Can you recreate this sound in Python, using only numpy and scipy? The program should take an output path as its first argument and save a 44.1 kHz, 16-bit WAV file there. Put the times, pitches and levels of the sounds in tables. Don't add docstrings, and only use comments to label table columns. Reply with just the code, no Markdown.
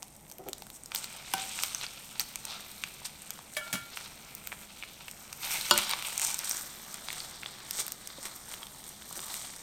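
import sys
import numpy as np
from scipy import signal
from scipy.fft import rfft, irfft
from scipy.io import wavfile
from scipy.ndimage import uniform_filter1d

SR = 44100
rng = np.random.default_rng(int(sys.argv[2]) if len(sys.argv) > 2 else 0)


def to_wav(s):
    ch = np.atleast_2d(s).T
    pcm = np.round(np.clip(ch, -1, 1) * 32767)
    wavfile.write(sys.argv[1], SR, pcm.astype(np.int16))


def volts_from_db(level):
    exponent = np.asarray(level, float) / 20
    return 10 ** exponent


N = 424241


def level(x, db):
    return x * volts_from_db(db) / np.sqrt(np.mean(x ** 2))


def response(points):
    hz, db = np.transpose(points)
    grid_hz = np.arange(1025) * SR / 2048 + 1
    log_gain = np.interp(np.log(grid_hz), np.log(hz), db) * np.log(10) / 20
    cepstrum = irfft(log_gain)
    cepstrum[1:1024] *= 2
    cepstrum[1025:] = 0
    return irfft(np.exp(rfft(cepstrum)))


def colour(x, points):
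    return signal.oaconvolve(x, response(points))[:N]


def highpass(x, hz):
    return signal.sosfilt(signal.butter(2, hz, "highpass", fs=SR, output="sos"), x)


def ring(hz, t60, size):
    t = np.arange(size) / SR
    return np.sin(2 * np.pi * hz * t) * np.exp(-np.log(1000) * t / t60)


def add(out, s, x):
    i = int(s * SR)
    out[i:i + len(x)] += x[:N - i]


def walk(rate):
    k = int(SR / rate)
    steps = np.repeat(rng.standard_normal(N // k + 1), k)
    return 1.16 * uniform_filter1d(uniform_filter1d(steps, k), k)[:N]


def puffs(per_s, fade_ms, spread_db):
    size = volts_from_db(np.minimum(spread_db * rng.exponential(size=N), 3 * spread_db))
    hit = (rng.random(N) < per_s / SR) * size
    return signal.lfilter([1], [1, -np.exp(-1000 / (fade_ms * SR))], hit)


def clicks(per_s, spread_db):
    hit = rng.random(N) < per_s / SR
    sign = np.sign(rng.random(N) - 0.5)
    return hit * sign * volts_from_db(np.minimum(spread_db * rng.exponential(size=N), 2.6 * spread_db))


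def bubbles(lo_hz, hi_hz, per_s, spread_db, hiss_db, surge, count=10):
    wide = clicks(per_s, spread_db)
    out = 0
    edges = np.geomspace(lo_hz, hi_hz, count + 1)
    for lo, hi in zip(edges[:-1], edges[1:]):
        burst = level(wide + 1.9 * clicks(0.7 * per_s, spread_db), 0)
        burst = burst + volts_from_db(hiss_db) * rng.standard_normal(N)
        band = signal.butter(1, [lo, hi], "bandpass", fs=SR, output="sos")
        flicker = volts_from_db(1.8 * walk(35) + 2.8 * walk(5))
        out = out + signal.sosfilt(band, burst) * flicker
    return out * surge


def ticks(per_s, low_hz, db):
    out = np.zeros(N)
    for when, pitch, size in rng.random((int(per_s * N / SR), 3)):
        hz = low_hz * 5.0 ** pitch
        peak_db = db - 3 * np.log(size + 0.012)
        add(out, when * N / SR, volts_from_db(peak_db) * ring(hz, 4.64 / hz, size=260))
    return out


# time in seconds, gain of the large bubbles in dB, spray above them in dB.
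SIMMER_LEVELS = [(0, -69.5, 6), (.9, -64, 3.5), (.95, -51.5, -4), (1.45, -47.5, -3.5), (1.86, -53, -5),
                 (1.91, -53, -1.5), (2.7, -53, -1), (3.498, -56.5, 0.5), (4.3, -56, 0.5), (5.38, -55.5, 0),
                 (5.44, -42, -0.5), (6.0, -44.5, -4.5), (6.65, -49, -2), (7.0, -50, -3.5),
                 (7.62, -50.5, -3.5), (8.15, -52.5, -3.5), (8.9, -55, 0.5), (9.62, -65, -12)]
# peak time in seconds, swell in ms, die-away in ms,
# gain of the large bubbles in dB, spray above them in dB.
SIZZLE_SWELLS = [(.485, 18, 26, -56, -5), (.76, 25, 14, -68, 16), (.964, 15, 43, -49.5, 13),
                 (1.04, 61, 25, -48, 1), (1.395, 35, 35, -42.5, -14), (1.618, 180, 180, -44, 3.5),
                 (1.847, 87, 9.1, -40.5, -4.5), (2.209, 11, 14, -40, 6.5), (2.504, 29, 91, -42, -7),
                 (3.06, 8, 10.6, -41, 5.5), (3.67, 67, 110, -49.5, -10), (3.997, 83, 240, -48, -1.5),
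                 (5.52, 20, 93, -45, 7.5), (5.785, 51, 86, -33.5, -4), (5.913, 57, 30, -37.5, -19),
                 (6.088, 54, 32, -44, 1), (6.228, 28, 80, -39.5, 6.5), (6.315, 130, 24, -44.5, 8),
                 (6.505, 100, 130, -45, 9.5), (7.182, 155, 116, -46.5, 3), (7.801, 54, 27, -38.5, 5.5),
                 (8.263, 48, 31, -42.5, 1.5), (8.53, 100, 120, -52, 3), (9.337, 300, 340, -47, 4.5)]


def activity(t):
    simmer_mist_db, swell_mist_db = -3, -10
    mist_per_spray = 0.21
    s, db, spray_db = np.transpose(SIMMER_LEVELS)
    db, spray_db = np.interp(t, s, db), np.interp(t, s, spray_db)
    mist_db = db + (1 + mist_per_spray) * spray_db + simmer_mist_db
    power = volts_from_db([db, db + spray_db, mist_db]) ** 2
    for s, swell_ms, die_ms, db, spray_db in SIZZLE_SWELLS:
        shape = 0.1 ** (1000 * np.abs(t - s) / np.where(t < s, swell_ms, die_ms))
        peak = volts_from_db([db, db + spray_db, db + spray_db + swell_mist_db]) ** 2
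        power = power + np.outer(peak, shape)
    return np.sqrt(power)


# frequency in Hz, gain in dB.
ONE_SLICE_COLOUR = [(240, -32), (495, -9.5), (932, 1), (1090, -1.5), (1330, 3.5), (1800, -8.5), (2200, 2.5),
                    (2550, 3.5), (2800, 0.5), (3770, 2.5), (7000, -8.5), (9100, -20), (15400, -120)]
TWO_SLICE_COLOUR = [(180, -36.5), (300, -4.5), (489, -7), (644, -2), (1310, 3), (1540, -3), (2280, -0.5),
                    (2610, -7.5), (3480, 4), (4900, -0.5), (7000, -14), (9100, -38), (15400, -120)]
SPRAY_COLOUR = [(2060, -36), (3500, -15.5), (4570, -11.5), (5620, -1.5), (7290, -0.5), (8790, 5.5),
                (10300, -11), (12600, -2), (14200, -3.5), (16100, -16), (16500, -95)]


def sizzle():
    second_slice_s, cover_s = 6.32, 0.36
    t = np.arange(N) / SR
    coarse = t[::SR // 1000]
    large_gain, spray_gain, mist_gain = (np.interp(t, coarse, g) for g in activity(coarse))
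    shared = puffs(40, 5, 3.5)
    large_surge = 1 + 0.24 * shared + 0.39 * puffs(17, 8.6, 4.6)
    large = bubbles(301, 6530, 200, 3.4, -0.41, large_surge)
    fine_surge = 1 + 0.4 * shared + 0.2 * puffs(22, 4.3, 7.9)
    fine = bubbles(3000, 19845, 350, 6.5, -1.1, fine_surge, count=7)

    cover = np.clip((t - second_slice_s) / cover_s, 0, 1)
    open_bowl = level(colour(large, ONE_SLICE_COLOUR), 0)
    full_bowl = level(colour(large, TWO_SLICE_COLOUR), 0)
    large = (1 - cover) * open_bowl + cover * full_bowl
    sputters = ticks(220, 1500, 8.5)
    large = large + sputters

    spatters = ticks(300, 3000, 14)
    fine = level(colour(fine, SPRAY_COLOUR), 0) + colour(spatters, SPRAY_COLOUR)
    mist = signal.sosfiltfilt(signal.butter(4, 10200, "highpass", fs=SR, output="sos"), fine)
    spray = level(fine - mist, 0)
    return large * large_gain + spray * spray_gain + level(mist, 0) * mist_gain


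def foam():
    return ticks(per_s=45, low_hz=3000, db=-46)


# frequency in Hz, gain in dB.
RUMBLE_COLOUR = [(15, -20), (25, 0), (60, 2.5), (95, -3.5), (146, 4), (178, 0), (213, 4), (245, -2.5),
                 (412, -6.5), (814, -5.5), (1540, -20.5), (2070, -13.5), (4000, -46), (8800, -120)]


def room_rumble():
    rumble = level(colour(rng.standard_normal(N), RUMBLE_COLOUR), -57.5)
    return rumble * volts_from_db(0.47 * walk(3.22))


# time in seconds, peak of the ringing in dB,
# bubble pitch in Hz, spit rms in dB, snap rms at the burst in dB.
SINGLE_POPS = [(0.023, -48, 3000, -55, -42.5), (0.028, -36.5, 910, -47.5, -36), (0.081, -43, 4000, -61),
               (0.299, -38, 5000, -56), (0.314, -44, 921, -52, -45), (0.321, -38, 6000, -56),
               (0.383, -33, 12500, -60, -47), (0.486, -23, 13100, -58, -36.5), (0.493, -31, 8100, -57),
               (0.531, -28, 3600, -43, -40), (0.5813, -33, 8000, -56), (0.621, -33, 880, -55, -36.5),
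               (0.667, -41, 1330, -56, -49), (0.7013, -36, 4150, -54, -41), (0.835, -31, 8700, -57),
               (0.859, -31.5, 5570, -49, -51), (0.918, -31, 3320, -54, -31.5),
               (0.947, -19.5, 3650, -45, -41), (0.949, -13, 13900, -42), (0.959, -17, 5100, -43),
               (1.042, -23.5, 4230, -47, -46), (1.38, -26, 3500, -50), (1.589, -25, 2450, -61, -29),
               (1.635, -35, 1350, -34.5, -21.5), (1.747, -15, 6100, -45, -33), (1.812, -23, 4200, -58, -43),
               (1.865, -22.5, 4450, -59, -37), (2.196, -16, 13700, -50, -33),
               (2.196, -12.5, 4360, -36.5, -39), (2.204, -17, 5870, -46, -30),
               (2.357, -32, 13000, -40.5, -31.5), (2.452, -39, 5600, -41.5, -41),
               (2.837, -25, 2460, -51, -24.5), (3.017, -38, 1000), (3.052, -21.5, 4970),
               (3.305, -39, 6200, -41, -37.5), (3.389, -36, 1000, -60, -48), (3.55, -33, 4300),
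               (3.972, -29, 2770, -56, -30), (4.35, -23, 13800, -48), (4.472, -20, 14000, -52, -32.5),
               (4.519, -24.5, 2340, -90, -43), (4.526, -23.5, 2300, -70, -44), (4.825, -27, 2400, -72, -47),
               (4.835, -26, 2340), (5.081, -28.5, 2390, -56, -45), (5.112, -28, 5670, -48.5),
               (5.328, -47, 2500, -46, -37), (5.444, -30, 1300, -50, -34), (5.508, -24, 6000, -48, -38),
               (5.611, -22, 4240, -44, -35), (5.663, -22, 5520, -54, -40), (5.777, -20, 7550, -29.5, -25),
               (5.787, -22, 2680, -38, -27), (5.894, -31, 2350, -42, -31), (5.905, -17, 4670, -49, -37),
               (5.911, -18, 4590, -38, -44), (5.934, -20, 1150, -60, -26), (5.9343, -21, 2300),
               (5.9346, -18, 3900), (5.995, -30, 3300, -58, -38), (6.024, -30, 2340, -47, -30.5),
               (6.084, -32, 1200, -50, -38), (6.178, -17, 8000, -37), (6.196, -26.5, 2280, -38, -44),
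               (6.216, -18, 7800, -38, -47), (6.248, -13, 6940, -42, -40), (6.271, -28, 8300, -41),
               (6.343, -16, 8260, -41), (6.39, -21, 6060, -39, -48), (6.445, -24, 5100, -45),
               (6.494, -23, 8300, -37, -46), (6.511, -16, 5800, -51, -42), (6.569, -25, 7500, -45),
               (6.942, -33, 5600, -43, -40), (7.085, -26, 3460, -60, -28), (7.103, -24, 2190, -61, -35),
               (7.128, -27, 3820, -46, -46), (7.203, -22, 4560, -57, -41), (7.432, -27, 2220, -64, -38),
               (7.46, -20.5, 3560, -68, -42), (7.709, -18.5, 5600, -39.5, -51),
               (7.865, -34, 3870, -43, -45), (7.88, -21.5, 5800, -42, -51), (7.92, -38, 3870, -40, -42),
               (8.073, -33, 3420, -44), (8.254, -27, 6000, -48), (8.539, -24, 3270, -53, -44),
               (8.6301, -28.5, 3300, -58, -48), (8.668, -33, 3500, -56), (8.84, -34, 3800, -56),
               (9.021, -33, 3500), (9.11, -33, 980), (9.1267, -29, 8410, -50), (9.1759, -28, 8300, -53),
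               (9.192, -32, 3460, -58, -36), (9.2035, -25, 7600, -53), (9.244, -29, 8000, -52),
               (9.341, -26, 3990, -44, -45)]


def pops():
    out, t = np.zeros(N), np.arange(1300) / SR
    bright, dull = response(SPRAY_COLOUR)[:300], response(ONE_SLICE_COLOUR)[:300]
    for s, db, hz, *extras in SINGLE_POPS:
        spit_db, snap_db = (*extras, -90, -90)[:2]
        fade = np.exp(-t / 0.00012) + 0.18 * np.exp(-t / 0.0021)
        grit = rng.standard_normal((2, len(t))) * fade
        grit[:, 0] = 1.72
        body = np.convolve(grit[0], ring(hz, 7.3 / hz + 0.0018, size=300))[:len(t)]
        body *= volts_from_db(db) / np.max(np.abs(body))
        snap = np.convolve(grit[0], dull)[:len(t)]
        snap *= volts_from_db(snap_db) / np.std(snap[:SR // 1500])
        spit = level(np.convolve(grit[1], bright)[:len(t)], spit_db)
        add(out, s + 0.0007, body + snap + spit)
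    return highpass(out, 500)


# start in seconds, rms in dB before
# the high-pass, pitch of the hollow note in Hz, length in ms (the push peaks at 0.3 of it and is cut
BUMPS_AND_SLIDES = [(0.386, -53.5, 378, 50), (0.457, -47.5, 388, 42), (1.337, -51, 163, 16),
                    (3.727, -44.5, 138, 28), (5.71, -47, 174, 28), (8.182, -53.5, 282, 2.9),
                    (9.164, -56.5, 380, 29)]


def rubs():
    out = np.zeros(N)
    for s, db, hz, ms in BUMPS_AND_SLIDES:
        t = np.arange(int(ms * SR / 500)) / SR
        judder = np.diff(np.floor(t * hz / 3), prepend=0) * volts_from_db(3 * rng.standard_normal(len(t)))
        push = t * np.exp(-t / (ms * 0.0003))
        grit = (judder + 0.09 * rng.standard_normal(len(t))) * push
        note = ring(hz, 0.045, size=4000) - 0.8 * ring(1.95 * hz, 0.03, size=4000)
        note += 0.45 * ring(1.32 * hz, 0.04, size=4000) + 0.25 * ring(3.4 * hz, 0.02, size=4000)
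        add(out, s, level(signal.oaconvolve(grit, note)[:len(t) + 2000], db))
    return highpass(out, 110)


BLOWS = {"tongs": [(1.3371, -28, 0, 0.1, 13)], "dish": [(3.5675, -25, .24, 0.25, -3),
         (3.612, -36, 0.5, 0.4, -20), (3.666, -37, 0.46, 0.83, -20), (3.7284, -34, 0.24, 0.2, 11),
         (3.737, -32, 0.45, 0.3, 2), (3.7538, -32.5, 0.03, 0.3, -8)], "pan": [(5.710, -19.5, 0, 0.11, 8)]}
PAN_PITCHES = [210, 354, 583, 900, 1003, 1150, 1301, 1346, 1475, 2872, 3100, 3371, 3792, 4289, 4738, 5414,
               5600, 7108]
TONGS_PITCHES = [770, 960, 1400, 1534, 2345, 2850, 3500, 5400]
DISH_PITCHES = [618, 1170, 1389, 1545, 1750, 2262, 2930, 3270, 3860, 4888]
# gain in dB, time to fall 60 dB in seconds.
PAN_RINGING = [(-22, .4), (-16, .25), (-14, .3), (-15, .28), (-7.5, .15), (1, .025), (-7, .18), (-6, .2),
               (-4, .15), (-.5, .1), (0, .03), (-3, .13), (-7, .12), (-4, .16), (5, .075), (-2, .06),
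               (-7, .04), (1, .07)]
TONGS_RINGING = [(-2.5, .4), (5.5, .022), (-10, .08), (-11, .28), (-3, .04), (1, .025), (-2, .02),
                 (0, .015)]
DISH_RINGING = [(-14, .21), (-10, .09), (-6, .25), (-13, .16), (-10, .24), (-3.5, .17), (-4, .13),
                (-2.5, .13), (-10, .09), (-9, .05)]
NEIGHBOUR_GAIN = {"pan": -10, "tongs": -22, "dish": -11}


def knocks():
    neighbour_stray = 0.045
    chatter_ms, chatter_power = 233, 2.01
    out, t = np.zeros(N), np.arange(SR // 2) / SR
    things = {"pan": (PAN_PITCHES, PAN_RINGING), "tongs": (TONGS_PITCHES, TONGS_RINGING),
              "dish": (DISH_PITCHES, DISH_RINGING)}
    scrape_band = signal.butter(2, [600, 12000], "bandpass", fs=SR, output="sos")
    for thing, blows in BLOWS.items():
        for s, db, place, contact_ms, scrape_db in blows:
            modes = 0
            for k, (hz, (gain_db, t60)) in enumerate(zip(*things[thing])):
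                share = np.cos(np.pi * k * place) / (1 + (hz * contact_ms / 1000) ** 2)
                strays = neighbour_stray * rng.uniform(-1.02, 1, size=2)
                near = sum(ring(hz * (1 + stray), t60, size=len(t)) for stray in strays)
                tone = ring(hz, t60, size=len(t)) + volts_from_db(NEIGHBOUR_GAIN[thing]) * near
                modes = modes + (-1) ** k * volts_from_db(gain_db) * share * tone
            decay_ms = chatter_ms * contact_ms ** chatter_power
            chatter = rng.standard_normal(len(t)) * np.exp(-t * 1000 / decay_ms)
            rattle = signal.oaconvolve(0.011 * chatter, modes)[:len(t)]
            scrape = volts_from_db(scrape_db) * signal.sosfilt(scrape_band, chatter)
            add(out, s, volts_from_db(db) * (modes + rattle + scrape))
    return highpass(out, 125)


def kitchen(x):
    t60_s, tail_db = 0.47, -13.5
    t = np.arange(int(0.5 * SR)) / SR
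    onset = np.minimum(t / 0.001, 1)
    tail = rng.standard_normal(len(t)) * np.exp(-np.log(1000) * t / t60_s) * onset
    tail = signal.lfilter([1], [1, -0.3], tail)
    tail *= volts_from_db(tail_db) / np.sqrt(np.sum(tail ** 2))
    tail[0] = 1
    return signal.oaconvolve(x, tail)[:N]


def scene():
    near_pan = sizzle() + foam() + pops() + rubs() + knocks()
    mono = kitchen(near_pan) + room_rumble()
    side_colour = [(20, 14), (80, 7), (200, 0), (600, 2.5), (2000, -14), (16000, -5)]
    side = volts_from_db(-34) * colour(np.roll(mono, SR // 200), side_colour)
    return np.array([mono + side, mono - side])


def roll_off(x):
    return signal.sosfilt(signal.butter(12, 16980, fs=SR, output="sos"), x)


def record(dry):
    return roll_off(dry)


dry = scene()
out = record(dry)
to_wav(out)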